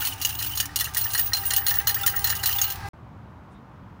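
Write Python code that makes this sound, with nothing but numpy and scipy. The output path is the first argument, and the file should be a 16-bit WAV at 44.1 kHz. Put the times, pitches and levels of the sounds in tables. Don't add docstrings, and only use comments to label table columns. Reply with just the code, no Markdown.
import sys
import numpy as np
from scipy import signal
from scipy.fft import rfft, irfft, next_fast_len
from scipy.io import wavfile
from scipy.ndimage import map_coordinates

SR = 44100
rng = np.random.default_rng(int(sys.argv[2]) if len(sys.argv) > 2 else 0)


def log_audio(samples):
    frames = np.atleast_2d(samples).T
    limited = np.clip(frames, -1, 1)
    pcm = np.round(limited * 32767).astype(np.int16)
    wavfile.write(sys.argv[1], SR, pcm)


N = 176400
T = np.arange(N) / SR
AGE = np.arange(SR // 3) / SR
MACHINE_END_S, OUTDOORS_START_S = 2.889, 2.933

# f/Hz, level/dB, t60/s
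CUP_MODES = [(2847, -8, .13), (2990, -14, 0.26), (3600, -34, 0.083), (3970, -12.5, .08), (4620, -8, 0.091),
             (5630, -4, 0.057), (6596, -3, 0.079), (7100, -7.5, 0.055), (8660, -10.5, 0.071),
             (10880, -13, 0.053), (11430, -3.5, .1), (11700, -10, 0.093), (12800, -6, 0.083),
             (14230, -8.5, .1), (14780, -6, .1)]
# f/Hz, level/dB
CLASH_SPECTRUM = [(100, -27.5), (500, -16), (900, -4.5), (1400, -7), (2000, -5), (2350, -12.5),
                  (2800, -0.5), (3600, -1), (4500, -2), (6000, 0.5), (7100, -1.5), (8200, -6), (9300, 0.5),
                  (12000, -5.5), (13800, -2), (15300, 6), (16000, 0.5)]


def amp(db):
    return 10 ** (np.asarray(db) / 20)


def unit(x):
    return x / np.sqrt(np.mean(x ** 2) + 1e-20)


def curves(rows):
    times_s, *columns = np.transpose(rows)
    return [np.interp(T, times_s, column) for column in columns]


def wobble(knots_per_s):
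    return map_coordinates(rng.standard_normal(4096), [T * knots_per_s], mode="wrap")


def add(track, t_s, sound):
    i = int(np.clip(round(t_s * SR), 0, N - 1))
    track[i:i + len(sound)] += sound[:N - i]


def colour(x, spectrum):
    size = 2 * next_fast_len(N // 2 + 8192)
    hz, db = np.transpose(spectrum)
    bins_hz = np.fft.rfftfreq(size, 1 / SR)
    gain = unit(amp(np.interp(np.log(bins_hz + 1), np.log(hz), db)))
    cepstrum = irfft(np.log(gain + 1e-6))
    cepstrum[1:size // 2] *= 2
    cepstrum[size // 2 + 1:] = 0
    return irfft(rfft(x, size) * np.exp(rfft(cepstrum)), size)[:N]


def noise(spectrum):
    return unit(colour(rng.standard_normal(N), spectrum))


def tone(hz, wander_hz, knots_per_s):
    return np.sqrt(2) * np.sin(2 * np.pi * np.cumsum(hz + wander_hz * wobble(knots_per_s)) / SR)


def rise(tau_s):
    return 1 - np.exp(-AGE / tau_s)


def fade(t60_s):
    return np.exp(-np.log(1000) * AGE / t60_s)


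def swell(centre_s, width_s):
    return np.exp(-((T - centre_s) / width_s) ** 2)


def ring(hz, t60_s):
    return np.sin(2 * np.pi * (hz * AGE + rng.random())) * fade(t60_s)


def burst(t60_s):
    return rng.standard_normal(len(AGE)) * fade(t60_s)


def cabinet():
    # f/Hz, level/dB
    hum_tones = [(74, -43.5), (107.5, -42.5), (161, -55)]
    # f/Hz, start level/dB, end level/dB
    panel_tones = [(277.8, -51.5, -72), (906, -52.5, -51.5), (1197, -47, -64), (1285, -62, -48)]
    # f/Hz, level/dB
    rumble_spectrum = [(15, -39.5), (25, -12.5), (105, -2), (225, -20), (387, -19), (582, -27.5),
                       (795, -11), (1110, -19), (1220, -15), (1400, -21.5), (1630, -16), (2140, -25),
                       (2600, -22), (3380, -55), (5720, -120)]
    # t/s, bass level/dB, mid level/dB
    band_levels = [(0.0, -39, -41), (0.04, -45.5, -42), (0.45, -42, -45.5), (0.69, -43.5, -44.5),
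                   (1.89, -42.5, -42), (2.44, -41, -42), (2.7, -45, -41), (2.88, -35.5, -39)]
    # f/Hz, level/dB
    hiss_spectrum = [(1500, -24), (2300, -16), (2900, -3), (4000, -1), (5300, -1), (7000, -10),
                     (10000, -11.5), (15500, -17.5)]
    crossover_hz, span_s = 384, [0, MACHINE_END_S]
    bass_db, mid_db = curves(band_levels)
    hum = sum(amp(db + .97 * wobble(31)) * tone(hz, wander_hz=3.6, knots_per_s=20)
              for hz, db in hum_tones)
    panels = np.zeros(N)
    for hz, start_db, end_db in panel_tones:
        panel_db = np.interp(T, span_s, [start_db, end_db]) - 4.5 + 5.2 * wobble(20)
        panels += amp(panel_db) * tone(hz, wander_hz=8.53, knots_per_s=50)
    crossover = [signal.butter(3, crossover_hz, kind, fs=SR, output="sos") for kind in ("low", "high")]
    bass, mid = [unit(signal.sosfilt(sos, noise(rumble_spectrum))) for sos in crossover]
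    hiss = amp(np.interp(T, span_s, [-54, -49.5])) * noise(hiss_spectrum)
    return amp(bass_db + 39.5) * hum + panels + amp(bass_db - 1.5) * bass + amp(mid_db - 3) * mid + hiss


def motor():
    # t/s, level/dB
    whine_levels = [(0.0, -62), (1.0, -55.5), (1.35, -47), (1.76, -43), (2.71, -44), (2.79, -64),
                    (2.85, -38.5), (2.88, -45.5)]
    # harmonic number, level/dB
    harmonics = [(1, -17.5), (2, -2.5), (3, -9.5), (4, -5), (5, -10)]
    whine_hz, drift, flutter = 399.5, .00338, .0043
    whine_db, = curves(whine_levels)
    cycles = np.cumsum(whine_hz * (1 + drift * wobble(8) + flutter * wobble(70))) / SR
    return sum(amp(whine_db + db + 2.6 * wobble(24.93)) * np.sqrt(2) * np.sin(2 * np.pi * k * cycles)
               for k, db in harmonics)


def pile_clash(t60_s=.042, partials=80):
    spread_db, noise_db = 13, -2.5
    hz = rng.uniform(1000, 16000, partials)
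    gains = amp(rng.uniform(-spread_db, spread_db, partials))
    lines = np.zeros(len(AGE) // 2 + 1, complex)
    lines[(hz * len(AGE) / SR).astype(int)] = gains * np.exp(2j * np.pi * rng.random(partials))
    cloud = unit(irfft(lines, len(AGE))) + amp(noise_db) * rng.standard_normal(len(AGE))
    return unit(cloud) * fade(t60_s) * rise(.00057)


def jostle():
    # t/s, rattle level/dB, top ring level/dB
    jostle_levels = [(0.0, -21.5, -22), (0.18, -36.5, -52), (0.31, -27.5, -35), (0.38, -38.5, -28),
                     (0.43, -26.5, -30), (0.63, -33, -33), (0.74, -57, -73), (0.86, -23.5, -50),
                     (0.93, -50, -57), (1.0, -28.5, -39), (1.25, -28, -20), (1.32, -44, -40),
                     (1.38, -32, -26), (1.52, -29.5, -36), (1.6, -53.5, -30.5), (1.72, -41, -21.5),
                     (1.8, -24.5, -41), (1.89, -52, -97), (1.99, -30, -55), (2.14, -38.5, -29.5),
                     (2.27, -25.5, -42), (2.41, -35.5, -38.5), (2.53, -25, -22), (2.59, -32.5, -28.5),
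                     (2.7, -36.5, -59.5), (2.73, -37.5, -60), (2.85, -63, -104), (2.88, -40.5, -91)]
    # t/s, level/dB
    cup_levels = [(0, -3.5), (.7, -3.5), (1.2, -13.5), (2.7, -3)]
    contacts, contacts_per_s = 780, 260
    top_hz, scatter_hz, cup_q = 15100, 396, 39
    ticks, rings = np.zeros(N), np.zeros(N)
    for t_s in (np.arange(contacts) + rng.random(contacts)) / contacts_per_s:
        tick_db, top_db = rng.uniform(-9, 9), rng.uniform(-5.5, 5.5)
        add(ticks, t_s, amp(tick_db) * pile_clash(t60_s=.051, partials=20))
        hz = top_hz + scatter_hz * (rng.random() - rng.random())
        add(rings, t_s, amp(top_db) * rise(.001) * ring(hz, t60_s=.1))
    rattle_db, ring_db = curves(jostle_levels)
    cup_db, = curves(cup_levels)
    cup = sum(signal.lfilter(*signal.iirpeak(hz, cup_q, fs=SR), ticks) for hz, _, _ in CUP_MODES[:2])
    rattle = unit(colour(ticks, CLASH_SPECTRUM)) + amp(cup_db) * unit(cup)
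    return amp(rattle_db - 10) * rattle + amp(ring_db - 6) * unit(rings)


def cup_ring():
    return sum(amp(db + rng.uniform(-3.5, 5)) * ring(hz * (1 + .0052 * rng.normal()), t60_s)
               for hz, db, t60_s in CUP_MODES)


def coin_ring(low_db, mid_db, top_db, top_hz):
    tuning = 1 + .0041 * rng.normal()
    low_hz = 4160 * (1 + rng.uniform(-.012, .012))
    low = ring(low_hz, t60_s=.12)
    mid_hz = 9340 * tuning
    mid = ring(mid_hz, t60_s=.22)
    mid += .5 * ring(mid_hz * (1 + .013 * rng.normal()), t60_s=.22)
    top = ring(min(top_hz, 15560) * tuning, t60_s=.16) * rise(.0015)
    return amp(low_db) * low + amp(mid_db - 5.5) * mid + amp(top_db) * top


def clinks():
    # t/s, clash level/dB, low, mid and top mode level/dB, top mode f/Hz
    strikes = [(0.0054, -20, -40, -46, -30, 15400), (0.018, -16, -45, -47, -25, 15400),
               (0.0508, -11, -28, -23, -22, 15700), (0.0717, -10, -70, -42, -24, 15400),
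               (0.2147, -12.5, -42.5, -50, -30.5, 15200), (0.2227, -13.5, -33, -50, -38.5, 15300),
               (0.2497, -7, -51, -58, -23, 15200), (0.292, -15, -40, -31, -30, 15300),
               (0.389, -15.5, -30.5, -45, -27, 15350), (0.4013, -21, -30, -29, -52, 15300),
               (0.4229, -12.5, -39, -54, -35, 15300), (0.463, -20.5, -55, -40, -21, 15300),
               (0.5534, -20, -44, -30, -26.5, 15300), (0.574, -9, -30, -72, -38, 15300),
               (0.6016, -3.5, -51, -40, -49, 15400), (0.759, -4.5, -30, -25, -30, 15000),
               (0.798, -7.5, -27, -26, -22.5, 14400), (0.843, -12, -35, -40, -34, 14500),
               (0.9464, -13, -38, -48, -35, 15100), (0.969, -10.5, -33, -20, -16, 14800),
               (1.012, -16, -31.5, -33, -16, 15340), (1.0427, -22, -41.5, -32, -17.5, 15460),
               (1.1034, -23.5, -37, -34, -35.5, 14800), (1.1344, -12.5, -35, -38, -23, 15000),
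               (1.149, -10, -25, -23, -34, 15300), (1.178, -9.5, -47, -32, -18, 15300),
               (1.194, -10.5, -51.5, -26, -15, 15300), (1.264, -24, -53, -33.5, -22, 15600),
               (1.334, -9.5, -15, -34, -38, 14900), (1.3477, -11.5, -30.5, -41, -27.5, 15600),
               (1.3676, -15, -30, -28, -23, 15500), (1.4544, -22, -54, -26, -15.5, 15200),
               (1.4676, -26, -56.5, -23.5, -22.5, 15500), (1.506, -7, -27.5, -44, -27, 14900),
               (1.5348, -9, -28.5, -34, -45.5, 15400), (1.5638, -4.5, -41, -28, -11, 15270),
               (1.666, -5.5, -25.5, -47, -41, 15000), (1.6826, -13, -31, -25.5, -13, 15800),
               (1.707, -10, -64, -45, -31, 15200), (1.752, -19.5, -39, -32, -18, 15500),
               (1.7864, -32, -46, -43, -28, 15600), (1.8715, -5, -20.5, -49, -13, 15000),
               (1.8927, -9.5, -27, -27.5, -20.5, 15360), (1.944, -13.5, -56.5, -31, -15.5, 15200),
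               (2.0114, -25, -64, -54, -21, 15800), (2.0633, -3.5, -46, -23, -11, 15700),
               (2.076, -6.5, -33, -33, -30.5, 15300), (2.163, -16, -40, -24, -14.5, 15530),
               (2.2431, -10, -21, -46, -15, 15300), (2.2719, -11, -31, -66, -25.5, 15600),
               (2.294, -11.5, -67, -43, -31.5, 15100), (2.3013, -7.5, -30, -27, -17, 15000),
               (2.352, -15.5, -51, -39.5, -24.5, 15300), (2.4357, -9, -24, -47, -32.5, 14900),
               (2.4579, -4, -28.5, -37, -13.5, 15100), (2.4716, -10.5, -28.5, -23, -32.5, 15200),
               (2.5262, -14, -48.5, -42.5, -24, 15600), (2.562, -20.5, -49, -33, -18, 15200),
               (2.585, -12, -48, -45, -22.5, 15800), (2.6149, -5, -47, -38, -17.5, 15000),
               (2.642, -16.5, -29, -43, -17.5, 15100), (2.6777, -21.5, -50, -36, -28, 15300),
               (2.7021, -14.5, -37, -41, -22, 15200)]
    # t/s, level/dB
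    taps = [(0.095, -31), (0.132, -17.5), (0.2013, -23), (0.2548, -6), (0.351, -15.5), (0.447, -10.5),
            (0.508, -38), (0.532, -27), (0.627, -29), (0.6553, -9.5), (0.789, -11), (0.808, -1.5),
            (0.937, -21), (0.979, -5.5), (1.026, -39), (1.110, -22.5), (1.274, -18), (1.554, -16.5),
            (1.693, -7), (1.74, -10.5), (1.769, -17), (1.797, -32), (1.91, -13), (2.0325, -8.5),
            (2.192, -13.5), (2.365, -15), (2.431, -9.5), (2.517, -16), (2.638, -9), (2.693, -18),
            (2.7211, -13), (2.757, -22)]
    # f/Hz, level/dB
    crack_spectrum = [(300, -24.5), (1300, -2.5), (4500, -1), (9000, -6), (16000, -3)]
    slap_s, slap_db = .005, -5
    flight_s, rebound_db, loss_db = .014, -9, 6
    crack, clash, rings = np.zeros(N), np.zeros(N), np.zeros(N)
    for t_s, db, low_db, mid_db, top_db, top_hz in strikes:
        add(crack, t_s, amp(db) * burst(t60_s=.0059))
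        add(clash, t_s, amp(db) * (pile_clash() + amp(-18.5) * pile_clash(t60_s=.17)))
        add(clash, t_s + slap_s * rng.uniform(.5, 1.5), amp(db + slap_db) * pile_clash())
        for k, delay_s in enumerate(np.cumsum(flight_s * rng.uniform(.5, 1.5, 3))):
            bounce_db = db + rebound_db - loss_db * k + rng.normal(0, 2.45)
            add(clash, t_s + delay_s, amp(bounce_db) * pile_clash())
        add(rings, t_s, amp(db - 20) * cup_ring() + coin_ring(low_db, mid_db, top_db, top_hz))
    for t_s, db in taps:
        add(clash, t_s, amp(db - 1) * pile_clash())
    chatter_db = 2.5 * wobble(700)
    return (amp(-13) * colour(crack, crack_spectrum)
            + amp(chatter_db - 12.5) * colour(clash, CLASH_SPECTRUM) + rings)


def pings():
    # t/s, f/Hz, level/dB
    ping_rows = [(0.02, 1450, -29), (0.249, 6600, -15.5), (0.25, 2863, -15), (0.6, 2960, -19.5),
                 (1.041, 5650, -25.5), (1.334, 5670, -18), (1.536, 9410, -15), (1.756, 11500, -26),
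                 (1.786, 15700, -6.5), (1.870, 5680, -25), (2.035, 3550, -22.5), (2.243, 14200, -14),
                 (2.529, 3090, -25), (2.586, 3500, -19.5), (2.6155, 6546, -11.5)]
    track = np.zeros(N)
    for t_s, hz, db in ping_rows:
        add(track, t_s, amp(db) * ring(hz, t60_s=.045))
    return track


def chute():
    # t/s, level/dB
    knocks = [(0.02, -29.5), (0.409, -31.5), (0.6082, -36.5), (0.626, -29.5), (0.6888, -32.5),
              (0.8115, -27.5), (0.869, -29), (0.9624, -25), (1.0538, -29.5), (1.1496, -21.5),
              (1.187, -26.5), (1.3188, -28.5), (1.3676, -31.5), (1.433, -34.5), (1.508, -25), (1.5258, -27),
              (1.5773, -28), (1.6164, -30.5), (1.668, -27), (1.7092, -24), (1.736, -28.5), (1.769, -25.5),
              (1.799, -29), (1.8688, -26), (1.8955, -26), (1.9613, -25), (2.0, -33.5), (2.0706, -21),
              (2.1356, -24), (2.169, -30), (2.2463, -26.5), (2.325, -24), (2.271, -25.5), (2.299, -27),
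              (2.4336, -23.5), (2.4875, -26), (2.586, -30)]
    # f/Hz, level/dB
    body_spectrum = [(100, -60.5), (550, -11), (900, -15), (1350, 5), (1600, -0.5), (1880, 12.5),
                     (2150, -8.5), (3000, -17), (8000, -44.5)]
    mode_hz, mode_t60_s, body_t60_s = 1865, .065, .068
    hollow_s, hollow_hz = 2.036, 1390
    body, rings = np.zeros(N), np.zeros(N)
    attack = rise(.0027)
    for t_s, db in knocks:
        hz = mode_hz * (1 + .022 * rng.normal())
        add(body, t_s, amp(db - 1) * attack * burst(body_t60_s))
        pair = ring(hz, mode_t60_s) + .5 * ring(.97 * hz, mode_t60_s)
        add(rings, t_s, amp(db - 2.5) * attack * pair)
    add(rings, hollow_s, amp(-20) * attack * ring(hollow_hz, body_t60_s))
    return colour(body, body_spectrum) + rings


def outdoor_air():
    # f/Hz, level/dB
    air_spectrum = [(15, -44), (28, -24), (45, -6.5), (65, 2), (105, 4), (160, -0.5), (210, -3.5),
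                    (280, -8), (450, -14.5), (700, -14), (1000, -11), (1400, -17), (2000, -26),
                    (3000, -32.5), (4500, -40), (6500, -45), (9000, -52), (16000, -51)]
    return amp(-45 + .23 * wobble(5.2)) * noise(air_spectrum)


def scuff():
    # f/Hz, level/dB
    scuff_spectrum = [(1500, -21.5), (3500, -7.5), (6000, -4), (9000, 0), (15000, -24)]
    # f/Hz, level/dB
    squeak_spectrum = [(2500, -40), (3400, -17), (3700, -2), (4000, -19), (5200, -51)]
    scrape = amp(-72) * swell(3.53, width_s=.022) * noise(scuff_spectrum)
    squeak = amp(-68) * swell(3.555, width_s=.035) * noise(squeak_spectrum)
    return scrape + squeak


def scene():
    machine = clinks() + pings() + jostle() + chute() + motor() + cabinet()
    outdoors = scuff() + outdoor_air()
    machine_gate = np.clip((MACHINE_END_S - T) / .0011, 0, 1)
    outdoors_gate = np.clip((T - OUTDOORS_START_S) / .0012, 0, 1)
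    return (machine * machine_gate + outdoors * outdoors_gate)[None]


def record(dry):
    peak_limit, cutoff_hz = .39, 15900
    soft = dry / (1 + (dry / peak_limit) ** 4) ** .25
    size = next_fast_len(N + SR // 2)
    lowpass = 1 / (1 + (np.fft.rfftfreq(size, 1 / SR) / cutoff_hz) ** 160)
    return irfft(rfft(soft, size) * lowpass, size)[:, :N]


dry = scene()
out = record(dry)
log_audio(out)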